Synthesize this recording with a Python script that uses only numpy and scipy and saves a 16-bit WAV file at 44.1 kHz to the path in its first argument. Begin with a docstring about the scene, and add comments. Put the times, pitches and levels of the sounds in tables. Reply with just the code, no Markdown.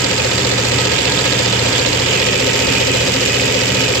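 """Diesel injection pump on a test bench.

Each shaft turn repeats one pattern of metal knocks and one ringing delivery stroke.
Under it the bench hums, the drive whines and rattles, sheet-metal panels sing and fuel spray hisses.
Halfway the microphone moves from the measuring tubes to the speed dial: the hiss fades
and one panel rings up in short bursts."""
import sys
import numpy as np
from scipy import signal
from scipy.fft import rfft, irfft
from scipy.io import wavfile

SR = 44100
rng = np.random.default_rng(int(sys.argv[2]) if len(sys.argv) > 2 else 0)


def waveform_to_disk(signal):
    """Save audio, clipped to [-1, 1], as 16-bit WAV at the path in sys.argv[1]."""
    frames = np.transpose(np.atleast_2d(signal))
    scaled = np.clip(frames, -1, 1) * 32767
    samples = np.round(scaled).astype(np.int16)
    wavfile.write(sys.argv[1], SR, samples)


N = 176400
SHAFT_HZ = 14.844
CHATTER_DB, CHATTER_HZ = 3, 192  # fast level flicker of rattle and hiss


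def amp(db):
    """Decibels to gain."""
    return 10 ** (np.asarray(db) / 20)


def unit(x):
    """Scale to rms 1."""
    return x / np.sqrt(np.mean(abs(x) ** 2) + 1e-20)


def read(points, hz, column=1):
    """Interpolate a table over log frequency."""
    table = np.array(points, float)
    return np.interp(np.log(hz + 1), np.log(table[:, 0] + 1), table[:, column])


def bins(size):
    """FFT bin frequencies in Hz."""
    return np.fft.rfftfreq(size, 1 / SR)


def pan(side_db):
    """Stereo gains; side is left minus right level."""
    return unit(amp(np.array([[side_db], [-side_db]]) / 2))


def wander(rate_hz):
    """Smooth random curve, rms 1."""
    return unit(irfft(rfft(rng.standard_normal(N)) * np.exp(-.5 * (bins(N) / rate_hz) ** 2), N))


def band_noise(hz, half_width_hz):
    """Independent left and right noise in one resonance."""
    spectrum = rfft(rng.standard_normal((2, N)))
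    return unit(irfft(spectrum / (1 + ((bins(N) - hz) / half_width_hz) ** 2), N))


def add(mix, start_s, sound):
    """Add a sound to the mix, cropped at both ends."""
    at = round(start_s * SR)
    part = mix[:, max(at, 0):max(at + sound.shape[1], 0)]
    part += sound[:, max(-at, 0):][:, :part.shape[1]]


def alike_ears(pair, hz):
    """Correlate two independent channels as at the two ears."""
    # Each row: frequency in Hz, left-right correlation.
    likeness = [(100, 0.92), (220, 0.84), (350, 0.81), (520, 0), (720, 0.12), (930, 0), (1100, 0.63),
                (1300, 0.38), (2500, 0), (8000, 0.046)]
    same = read(likeness, hz)
    left, other = pair[..., 0, :], pair[..., 1, :]
    return np.stack([left, same * left + np.sqrt(1 - same ** 2) * other], -2)


def tubes_to_dial(at_tubes, at_dial, time_s, midpoint_s=2.07, move_s=.5):
    """Blend two values as the microphone moves from tubes to dial."""
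    place = np.clip((time_s - midpoint_s) / move_s + .5, 0, 1)
    return at_tubes + (at_dial - at_tubes) * place


def turn_starts(slowing=.001, slowing_from_s=2.4):
    """Start of each shaft turn in seconds; a trace slower toward the end."""
    starts = np.arange(-1, N / SR * SHAFT_HZ) / SHAFT_HZ
    return starts + slowing * np.maximum(starts - slowing_from_s, 0)


def knocks(size=2048, rise_s=.0001, jitter_s=.0001, spread_db=.7, grain_db=1, repeat_share=.6):
    """Tappets, valves and injectors strike once a turn: grainy bursts, partly alike each time."""
    # Each row: time into the turn in seconds, level at tubes and at dial in dB, centre in Hz,
    # half-width in octaves, decay in seconds, side in dB.
    strikes = [(.0003, -21, -20.5, 4600, .8, 0.0041, -10), (.0062, -17, -17.5, 6950, 0.14, 0.0042, -3.5),
               (0.018, -18, -15, 7400, 0.19, 0.0031, 2), (.0200, -15, -14, 6600, .6, .003, -3),
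               (.0290, -22, -19.5, 7000, 0.33, 0.0076, 0), (0.0292, -24.5, -18, 2360, 0.14, 0.007, -20),
               (.0394, -15, -10.5, 6700, .5, .003, 1.5), (.0402, -16, -15, 3200, .7, .002, -6),
               (.0440, -15, -18, 2100, .4, .0025, -6), (.0440, -9.5, -15, 4400, .22, .0018, -5),
               (.0440, -14.5, -18, 7420, 0.14, 0.0049, -5.5), (.0457, -16, -11.5, 4200, .3, .0017, -5),
               (.0475, -12.5, -20, 4300, .16, .002, -4), (0.0504, -24, -14.5, 6700, .8, 0.0036, -7),
               (0.0539, -17, -23, 4400, 0.23, 0.0025, -16), (.0620, -15, -12, 4800, .7, .0024, 2),
               (.0635, -20, -15, 2800, .45, .003, -8), (.0660, -16.5, -15.5, 2600, .4, .004, -12),
               (.0660, -17, -18, 7200, 0.36, 0.0035, 5)]
    out, t, starts = np.zeros((2, N)), np.arange(size) / SR, turn_starts()
    count = len(starts)
    for offset_s, tubes_db, dial_db, hz, width_oct, decay_s, side_db in strikes:
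        repeated = np.sqrt(repeat_share) * rng.standard_normal((2, size))
        fresh = np.sqrt(1 - repeat_share) * rng.standard_normal((count, 2, size))
        noise = (repeated + fresh) * amp(grain_db * rng.standard_normal((count, 1, size)))
        detune_oct = .04 * rng.standard_normal((count, 1, 1))
        band = 1 / (1 + ((np.log2((bins(size) + 1) / hz) + detune_oct) / width_oct) ** 2)
        envelope = (1 - np.exp(-t / rise_s)) * np.exp(-t / decay_s)
        bursts = unit(irfft(alike_ears(rfft(noise), bins(size)) * band)) * envelope
        for at_s, burst, (late, force) in zip(starts + offset_s, bursts, rng.standard_normal((count, 2))):
            db = tubes_to_dial(tubes_db, dial_db, at_s) + spread_db * force
            add(out, at_s + jitter_s * late, amp(db) * pan(side_db) * burst)
    return out


def delivery(size=4096, jitter_s=.00007, spread_db=1.5):
    """Each delivery stroke rings pipes and housing, one resonance after another."""
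    # Each row: time into the turn in seconds, pitch in Hz, sag in Hz/s, level at tubes and at dial
    # in dB, rise and decay in seconds, side in dB.
    rings = [(.0432, 550, 2400, -15.8, -14.8, .011, .0075, 3.5), (.0610, 570, 0, -25, -23, .005, .004, 3),
             (.0005, 460, 2000, -21, -20, .004, .008, 1), (.0335, 575, 0, -22.5, -22, .004, .005, 3),
             (.0345, 275, 0, -24, -25, .002, .006, 0), (.0435, 906, 0, -27, -28, .003, .013, 2),
             (.0435, 1277, 0, -29, -31, .002, .012, -5), (.0398, 5200, 0, -24, -17.5, .0004, .003, -3),
             (.0440, 4780, 0, -23, -23, .0005, .004, -5), (.0660, 1940, 0, -29, -23, .0007, .009, -5)]
    out, t, starts = np.zeros((2, N)), np.arange(size) / SR, turn_starts()
    for offset_s, hz, sag_hz_per_s, tubes_db, dial_db, rise_s, decay_s, side_db in rings:
        envelope = (1 - np.exp(-(t / rise_s) ** 2)) * np.exp(-t / decay_s)
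        phase = 2 * np.pi * (hz - sag_hz_per_s * t / 2) * t
        ring = pan(side_db) * envelope / envelope.max() * np.sin(phase)
        for at_s, (late, force) in zip(starts + offset_s, rng.standard_normal((len(starts), 2))):
            db = tubes_to_dial(tubes_db, dial_db, at_s) + spread_db * force
            add(out, at_s + jitter_s * late, amp(db) * ring)
    return out


def tone(hz, waver, throb=1, waver_hz=4.8):
    """Sine wavering in level and phase, rms 1."""
    carrier = np.exp(2j * np.pi * (hz * np.arange(N) / SR + rng.random()))
    drift = wander(waver_hz) + 1j * wander(waver_hz)
    return unit((carrier * throb * (1 + waver * drift)).real)


def hum(throb_at_s=.026, throb_depth=.27, throb_rad=.25, dial_db=-1.5):
    """The bench shakes at shaft harmonics and throbs once a turn as the pump takes up load."""
    # Each row: multiple of shaft speed, level in dB, waver share.
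    harmonics = [(4, -41, 0.26), (5, -38, 0.23), (7, -42, 0.35), (8, -25.7, .22), (9, -34, 1),
                 (10, -49, 0.69), (13, -34.5, 0.5)]
    t = np.arange(N) / SR
    angle = 2 * np.pi * SHAFT_HZ * (t - throb_at_s)
    throb = 1 + throb_depth * np.cos(angle) + 1j * throb_rad * np.sin(angle)
    lines = sum(amp(db) * tone(order * SHAFT_HZ, waver, throb) for order, db, waver in harmonics)
    return lines * amp(tubes_to_dial(0, dial_db, t))


def whine():
    """Thin tones of gears and motor."""
    # Each row: pitch in Hz, level at tubes and at dial in dB, side in dB.
    lines = [(86.7, -35, -37, -3), (173, -39, -54, 3), (698, -39.5, -44, -1), (1276.6, -36.5, -38, -6),
             (905.5, -42, -39.5, -8), (1632, -40, -46, 3), (1944, -44, -40, -4)]
    t = np.arange(N) / SR
    return sum(pan(side_db) * amp(tubes_to_dial(tubes_db, dial_db, t)) * tone(hz, waver=.37)
               for hz, tubes_db, dial_db, side_db in lines)


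def rattle(level_db=-19.3, teeth=18, mesh_depth=.026, crossover_hz=1580):
    """The drive rumbles below and chatters above, pulsing faintly as gear teeth meet."""
    # Each row: frequency in Hz, relative spectral density at tubes and at dial in dB.
    density = [(20, -36, -41), (44.5, -28, -23), (63.6, -31, -15), (107, -13, -12.5), (166, -14.5, -9),
               (224, -9, -10.5), (257, -7, -9), (341, -13.5, -12.5), (354, -5.5, -4.5), (470, -5, -4),
               (560, -9.5, -8), (680, -14, -14.5), (990, -9, -12.5), (1020, -16, -16.5), (1400, -15, -15.5),
               (1650, -11, -12), (2420, -11, -9), (3030, -23.5, -8), (4200, -13, -15), (5000, -12.5, -12.5),
               (5800, -19, -20.5), (7500, -14, -16), (11400, -15, -12.5), (15000, -15, -14)]
    # Each row: frequency in Hz, side in dB.
    balance = [(60, -2), (200, -1), (380, -1), (560, 2), (750, 1), (930, 1), (1290, -4.5), (2380, -3),
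               (4400, -6), (6200, 1), (7800, -11.5), (15000, 1.5)]
    t, hz = np.arange(N) / SR, bins(N)
    mesh = 1 + mesh_depth * np.cos(2 * np.pi * teeth * SHAFT_HZ * t)
    chatter = unit(mesh * amp(CHATTER_DB * wander(CHATTER_HZ)))
    smooth, rough = rng.standard_normal((2, 2, N))
    rough_share = 1 / (1 + (crossover_hz / (hz + 1)) ** 2)
    spectrum = rfft(smooth) * np.sqrt(1 - rough_share) + rfft(rough * chatter) * np.sqrt(rough_share)
    sides = amp(np.outer([1, -1], read(balance, hz)) / 2)
    spectrum = alike_ears(spectrum, hz) * sides / np.sqrt(np.mean(sides ** 2, 0))
    tubes, dial = (irfft(spectrum * amp(read(density, hz, column)), N) for column in (1, 2))
    return amp(level_db) * tubes_to_dial(tubes, dial, t) / np.std(microphone(tubes))


def panels(swell_db=2.4, swell_hz=13):
    """Shaken sheet metal sings at its resonances, swelling and fading."""
    # Each row: centre and half-width in Hz, level at tubes and at dial in dB, side in dB.
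    modes = [(265, 11.8, -39, -31, -1), (295.5, 14.7, -32.5, -49, 0.5), (410, 29, -36.5, -32, 10),
             (2450, 55, -33, -28.5, -5), (2570, 55, -32, -28.5, -5), (2965, 50, -31, -28.5, -8),
             (3134, 50, -40, -38, -20), (3580, 150, -30, -35, -10), (4770, 290, -32, -34.5, -1)]
    out, t = np.zeros((2, N)), np.arange(N) / SR
    for hz, half_width_hz, tubes_db, dial_db, side_db in modes:
        ring = alike_ears(band_noise(hz, half_width_hz), hz)
        ring = unit(ring * amp(swell_db * wander(swell_hz)))
        out += pan(side_db) * amp(tubes_to_dial(tubes_db, dial_db, t)) * ring
    return out


def fuel_hiss(centre_hz=3110, half_width_oct=.4, top_hz=3700):
    """Fuel sprays at the tubes: a bright, grainy hiss with a steep upper edge."""
    # Each row: time in seconds, level in dB.
    levels = [(0, -22), (.65, -25), (.95, -19), (1.502, -20.5), (2.1, -20.5), (2.448, -26.5), (4, -38)]
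    level_db = np.interp(np.arange(N) / SR, *np.transpose(levels))
    spray = band_noise(centre_hz, centre_hz * (2 ** half_width_oct - 1))
    spray *= amp(CHATTER_DB * wander(CHATTER_HZ))
    low_pass = 1 / np.sqrt(1 + (bins(N) / top_hz) ** 36)
    return pan(side_db=-9) * amp(level_db) * unit(irfft(rfft(spray) * low_pass, N))


def panel_swells(length_s=.11, waver_rms_hz=45):
    """Beside the dial one panel rings up in short bursts of wavering pitch."""
    # Each row: peak time in seconds, pitch in Hz, level in dB.
    swells = [(2.18, 2500, -19), (2.256, 2430, -28), (2.66, 2540, -23), (2.784, 2470, -21),
              (2.92, 2491, -27), (3.0, 2480, -24), (3.06, 2530, -22), (3.311, 2540, -20.5),
              (3.39, 2470, -22), (3.46, 2523, -23), (3.61, 2545, -20.5), (3.86, 2506, -22.5)]
    out, size = np.zeros((2, N)), round(length_s * SR)
    for peak_s, hz, db in swells:
        pitch_hz = hz + waver_rms_hz * wander(rate_hz=25)[:size]
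        ring = np.hanning(size) * np.sin(2 * np.pi * np.cumsum(pitch_hz) / SR)
        add(out, peak_s - length_s / 2, amp(db) * pan(side_db=-5) * ring)
    return out


def workshop_reverb(x, level_db=-11, t60_s=.2, size=12000):
    """Short, dense tail from bench cabinet and walls."""
    t = np.arange(size) / SR
    tail = rng.standard_normal((2, size)) * np.exp(-np.log(1000) * t / t60_s)
    return amp(level_db) * signal.fftconvolve(x, tail / np.linalg.norm(tail[0]), axes=1)[:, :N]


def standing_waves(x):
    """Standing waves at the bench put the low mids out of step between the ears."""
    # Each row: frequency in Hz, phase lead of the left ear in radians.
    lead = [(20, 0.026), (310, 0), (410, 0.84), (520, 1.54), (610, 1.53), (750, 0), (930, 1.03),
            (1080, 0.73), (1280, 0.74), (1600, 0)]
    return irfft(rfft(x) * np.exp(.5j * np.outer([1, -1], read(lead, bins(N)))), N)


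def microphone(x):
    """The microphone loses most treble above 8 kHz."""
    # Each row: frequency in Hz, gain in dB.
    response = [(20, 2), (7700, -2.5), (8150, -11.5), (8600, -21), (9400, -23), (10050, -46), (10500, -23),
                (12000, -20), (15500, -24.5)]
    return irfft(rfft(x) * amp(read(response, bins(N))), N)


def scene():
    """Pump, bench and drive; reverb on the knocks only."""
    blows = knocks()
    pump = blows + workshop_reverb(blows) + delivery()
    bench = hum() + whine() + rattle() + panels() + panel_swells()
    return standing_waves(pump + bench + fuel_hiss())


def record(dry, ceiling=.95, knee=12, cutoff_hz=15500):
    """Microphone colour, soft clip, band limit."""
    x = microphone(dry)
    x = x / (1 + abs(x / ceiling) ** knee) ** (1 / knee)
    low_pass = signal.firwin(401, cutoff_hz, window=("kaiser", 9), fs=SR)
    return signal.oaconvolve(x, low_pass[None], "same", axes=1)


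dry = scene()
out = record(dry)
waveform_to_disk(out)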